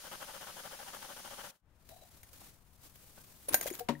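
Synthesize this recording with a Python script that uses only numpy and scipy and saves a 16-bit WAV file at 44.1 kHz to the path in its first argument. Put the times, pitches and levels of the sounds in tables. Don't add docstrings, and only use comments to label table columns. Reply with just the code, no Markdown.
import sys
import numpy as np
from scipy import signal
from scipy.fft import rfft, irfft
from scipy.io import wavfile
from scipy.ndimage import uniform_filter1d

SR = 44100
rng = np.random.default_rng(int(sys.argv[2]) if len(sys.argv) > 2 else 0)


def put_to_file(sound):
    columns = np.atleast_2d(sound).T
    safe = np.clip(columns, -1, 1)
    whole_steps = np.round(safe * 32767)
    wavfile.write(sys.argv[1], SR, whole_steps.astype(np.int16))


N = 176400
TORCH_OFF_S = 1.515
COHERENT_HZ = 1350
CRACK_RISE_S, RING_SCATTER_DB = 0.00047, 3.5
THUD_RISE_S, THUD_T60_S = 0.0033, 0.084
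# freq_hz, level_db
THUD_SPECTRUM = [(90, -13), (200, 0), (950, -3), (1200, -9.5), (2300, -10), (15000, -32.5)]


def undb(db):
    return 10 ** (np.asarray(db) / 20)


def clock():
    return np.arange(N) / SR


def freqs():
    return np.maximum(np.arange(N // 2 + 1) * SR / N, 1)


def gains(points):
    hz, db = np.array(points, float).T
    return undb(np.interp(np.log(freqs()), np.log(hz), db))


def noise(gain, source=None):
    spectra = rfft(rng.standard_normal((3, N)) if source is None else source)
    common = 1 / (1 + (freqs() / COHERENT_HZ) ** 2)
    out = irfft(gain * (np.sqrt(common) * spectra[2] + np.sqrt(1 - common) * spectra[:2]), N)
    return out / np.std(out.mean(0))


def walk(rate_hz):
    step = int(SR / rate_hz)
    wander = uniform_filter1d(np.repeat(rng.standard_normal(N // step + 1), step), step)[:N]
    return wander / wander.std()


def burst(start_s, rise_s, t60_s):
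    age = clock() - start_s
    return np.clip(age / rise_s, 0, 1) * np.exp(-np.log(1000) * np.maximum(age - rise_s, 0) / t60_s)


def ring(modes, start_s, rise_s):
    out, first = np.zeros((2, N)), int(start_s * SR)
    age = np.arange(min(N - first, SR // 2)) / SR
    for hz, db, t60_s in modes:
        skew = min(hz / COHERENT_HZ / 2, 1) * np.array([[1], [-1]]) * np.pi / 4
        phase = rng.uniform(0, 2 * np.pi) + rng.choice([-1, 1]) * skew
        envelope = undb(db) * burst(0, rise_s, t60_s)[:len(age)]
        out[:, first:first + len(age)] += envelope * np.sin(2 * np.pi * hz * age + phase)
    return out


def torch():
    surges = [.06, 0.137, 0.23, 0.299, 0.36, 0.43, 0.491, 0.588, 0.658, 0.734, .815, .885, .955, 1.04,
              1.113, 1.185, 1.268, 1.329, 1.399, 1.456]
    # freq_hz, level_db
    roar_spectrum = [(450, -10.5), (550, 3.5), (680, -7), (830, 2), (1020, -4), (1500, -1.5), (2450, -16.5),
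                     (3100, -4.5), (3900, -18)]
    # freq_hz, level_db
    jet_spectrum = [(30, -2), (100, -9.5), (200, -3), (340, -12), (3000, -7), (6300, -5), (8200, -11),
                    (9150, -3), (9800, -6.5), (14500, -10.5)]
    length_s, edge_s, tail_s, shutoff_s = 0.045, 0.01, 0.027, 0.0099
    jet_db, idle_db, surge_db = -53.5, -64.5, -52.5
    scatter_db, sag_db, flicker_db, lift_db = 1.5, 2.5, 2, 0.5
    t = clock()
    surge = np.zeros(N)
    for centre_s in surges:
        gate = np.clip(0.5 + (length_s / 2 - abs(t - centre_s)) / edge_s, 0, 1)
        progress = np.clip((t - centre_s) / length_s, -1, 1)
        surge += gate * undb(scatter_db * rng.standard_normal() - sag_db * progress)
    roar = (undb(idle_db) + surge * undb(surge_db)) * np.exp(-np.maximum(t - TORCH_OFF_S, 0) / tail_s)
    flame = roar * undb(flicker_db * walk(150)) * noise(gains(roar_spectrum))
    jet = undb(jet_db + lift_db * surge) * noise(gains(jet_spectrum))
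    return flame + jet * np.clip((TORCH_OFF_S - t) / shutoff_s, 0, 1)


def singing():
    starts = [1.893, 1.91, 1.958, 2.01]
    # pitch_hz, width_hz, level_db
    tones = [(693, 120, 1), (3924, 84, -9)]
    peaks = sum(undb(db) / np.sqrt(width_hz) / (1 + (2 * (freqs() - hz) / width_hz) ** 2)
                for hz, width_hz, db in tones)
    return undb(-57) * noise(peaks) * sum(burst(s, rise_s=0.012, t60_s=0.14) for s in starts)


def squeak():
    start_s, length_s, edge_s = 3.486, 0.011, 0.0014
    pitch_hz, sag_hz_per_s, flutter_hz = 10580, 110000, 300
    age = clock() - start_s
    gate = np.clip(np.minimum(age, length_s - age) / edge_s, 0, 1)
    flutter = 1 + 0.69 * np.sin(2 * np.pi * flutter_hz * age)
    phase = 2 * np.pi * (pitch_hz * age - sag_hz_per_s * age ** 2 / 2)
    return undb(-28.5) * gate * flutter * np.sin(phase + np.array([[0], [2.1]]))


def cracks():
    # start_s, level_db
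    fractures = [(2.231, -47.5), (3.5425, -15.5), (3.6107, -29.5), (3.666, -34.5), (3.6772, -37.5),
                 (3.702, -38.5), (3.7365, -43)]
    # freq_hz, level_db
    snap_spectrum = [(200, -14), (650, 6.5), (1150, -12.5), (2000, 6.5), (2900, -8.5), (6000, -5),
                     (6700, 3.5), (7700, -22), (9350, 5.5), (10400, -12), (12400, -9), (13300, 7),
                     (14200, -2.5)]
    # pitch_hz, level_db
    bottle_modes = [(1575, -3.5), (1863, -5), (2029, -6), (6573, 0), (6810, -1), (9269, -2), (9420, 1),
                    (13327, 9.5), (15040, -8)]
    snap_t60_s, ring_t60_s = 0.031, 0.074
    envelope = sum(undb(db) * burst(s, CRACK_RISE_S, snap_t60_s) for s, db in fractures)
    out = undb(-1.5) * noise(gains(snap_spectrum)) * envelope
    for start_s, level_db in fractures:
        modes = [(hz, db + RING_SCATTER_DB * rng.standard_normal(), ring_t60_s)
                 for hz, db in bottle_modes]
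        out += undb(level_db - 17) * ring(modes, start_s, CRACK_RISE_S)
    return out


def shards(count=18, t60_s=0.022):
    out = np.zeros((2, N))
    for _ in range(count):
        pitch_hz = rng.uniform(6050, 15030)
        level_db = -43 + RING_SCATTER_DB * rng.uniform(-1, 1)
        start_s = rng.uniform(3.55, 3.76)
        out += ring([(pitch_hz, level_db, t60_s)], start_s, CRACK_RISE_S)
    return out


def water():
    # start_s, level_db, t60_s
    splashes = [(1.885, -58, 0.092), (2.323, -56, .072), (2.948, -56, 0.089), (3.48, -41, 0.074),
                (3.522, -36.5, 0.13), (3.62, -44.5, 0.37), (3.665, -43, 0.14), (3.737, -48, 0.12),
                (3.785, -43, 0.086)]
    # freq_hz, level_db
    spray_spectrum = [(500, -12.5), (1100, -14.5), (8000, -17.5), (14000, -12.5)]
    drops_per_s, spread_db, clump_db, rise_s = 3000, 3.5, 3, 0.0095
    drops = (rng.random((3, N)) < drops_per_s / SR) * rng.standard_normal((3, N))
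    drops *= undb(spread_db * rng.standard_normal((3, N)))
    spray = noise(gains(spray_spectrum), drops) * undb(clump_db * walk(220))
    envelope = sum(undb(db) * burst(s, rise_s, t60_s) for s, db, t60_s in splashes)
    slosh = undb(-49) * noise(gains(THUD_SPECTRUM)) * burst(3.48, rise_s=0.042, t60_s=1)
    return spray * envelope + slosh


def bubbles():
    # start_s, pitch_hz, level_db, t60_s
    pockets = [(3.174, 1470, -59, 0.098), (3.484, 531, -33.5, 0.022), (3.506, 315, -42.5, 0.096),
               (3.658, 580, -27.5, 0.021), (3.686, 3110, -41.5, 0.025), (3.711, 357, -32, 0.04),
               (3.951, 1810, -43.5, 0.026)]
    rise_s, glide_octaves, small_above_hz = 0.0025, 0.33, 1000
    t = clock()
    out = np.zeros(N)
    for start_s, hz, db, t60_s in pockets:
        octaves = glide_octaves * (hz > small_above_hz) * np.clip((t - start_s) / t60_s, 0, 1)
        phase = 2 * np.pi * np.cumsum(hz * 2 ** octaves * (t > start_s)) / SR
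        out += undb(db) * burst(start_s, rise_s, t60_s) * np.sin(phase)
    return out


def sinking():
    # pitch_hz, level_db, t60_s
    sunken_modes = [(475, 1, 0.13), (731, 2, 0.081)]
    # pitch_hz, level_db, t60_s
    bucket_modes = [(147.8, -12, 0.53), (239.3, 1, 0.15), (299, -4.5, 0.19), (380, -8.5, .1),
                    (560, -6.5, 0.11), (935, -1, 0.039)]
    knock_s, lead_s = 3.888, 0.0027
    thud = undb(-28) * noise(gains(THUD_SPECTRUM)) * burst(knock_s - lead_s, THUD_RISE_S, THUD_T60_S)
    glass = undb(-39) * ring(sunken_modes, start_s=3.801, rise_s=0.011)
    bucket = undb(-30) * ring(bucket_modes, knock_s, rise_s=0.01)
    return thud + glass + bucket


def bumps():
    # start_s, level_db
    contacts = [(2.411, -59), (3.175, -57)]
    envelope = sum(undb(db) * burst(s, THUD_RISE_S, THUD_T60_S) for s, db in contacts)
    return noise(gains(THUD_SPECTRUM)) * envelope


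def hiss():
    # freq_hz, level_db
    spectrum = [(200, -0.5), (400, -6.5), (2000, -11), (14000, -8)]
    # time_s, level_db
    contour = [(1.56, -73.5), (1.617, -96), (1.7, -83), (1.85, -71.5), (1.9, -62), (2.12, -65.5),
               (2.3, -62.5), (2.42, -57.5), (2.49, -59), (2.6, -72), (2.8, -68), (2.854, -55),
               (2.92, -64.5), (3.12, -59.5), (3.47, -61), (3.85, -69.5)]
    split_hz, tilt_db_per_s, flicker_db = 9000, 2, 2
    t = clock()
    time_s, level_db = np.array(contour).T
    full = noise(gains(spectrum))
    lows = irfft(rfft(full) / (1 + (freqs() / split_hz) ** 4), N)
    tilt = undb(tilt_db_per_s * (t - time_s.mean()) / 2)
    envelope = (t > TORCH_OFF_S) * undb(np.interp(t, time_s, level_db) + flicker_db * walk(110))
    return envelope * (lows / tilt + (full - lows) * tilt)


def room(start_s=1.606, fade_s=0.091):
    # freq_hz, level_db
    spectrum = [(30, 0), (110, 0), (300, -16.5)]
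    rumble = noise(gains(spectrum) / (1 + (freqs() / COHERENT_HZ) ** 2))
    return undb(-65) * np.clip((clock() - start_s) / fade_s, 0, 1) * rumble


def scene():
    events = singing() + bumps() + squeak() + cracks() + shards() + water() + bubbles() + sinking()
    tail = rng.standard_normal((2, N)) * burst(0, rise_s=0.0093, t60_s=0.21)
    echo = signal.fftconvolve(events, tail / np.sqrt(np.sum(tail[0] ** 2)), axes=1)[:, :N]
    return torch() + events + undb(-13.5) * echo + room() + hiss()


def record(dry):
    # freq_hz, left_minus_right_db
    balance = [(30, 10), (600, 10.5), (4500, 3), (14000, 0)]
    cutoff_hz = 15700
    ratio = gains(balance)
    sides = np.stack([ratio, np.ones_like(ratio)]) * 2 / (1 + ratio)
    taps = np.roll(irfft(sides, N), 256, axis=1)[:, :513] * np.hanning(513)
    heard = signal.fftconvolve(dry, taps, mode="same", axes=1)
    return signal.sosfilt(signal.ellip(10, 0.2, 70, cutoff_hz, fs=SR, output="sos"), heard)


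dry = scene()
out = record(dry)
put_to_file(out)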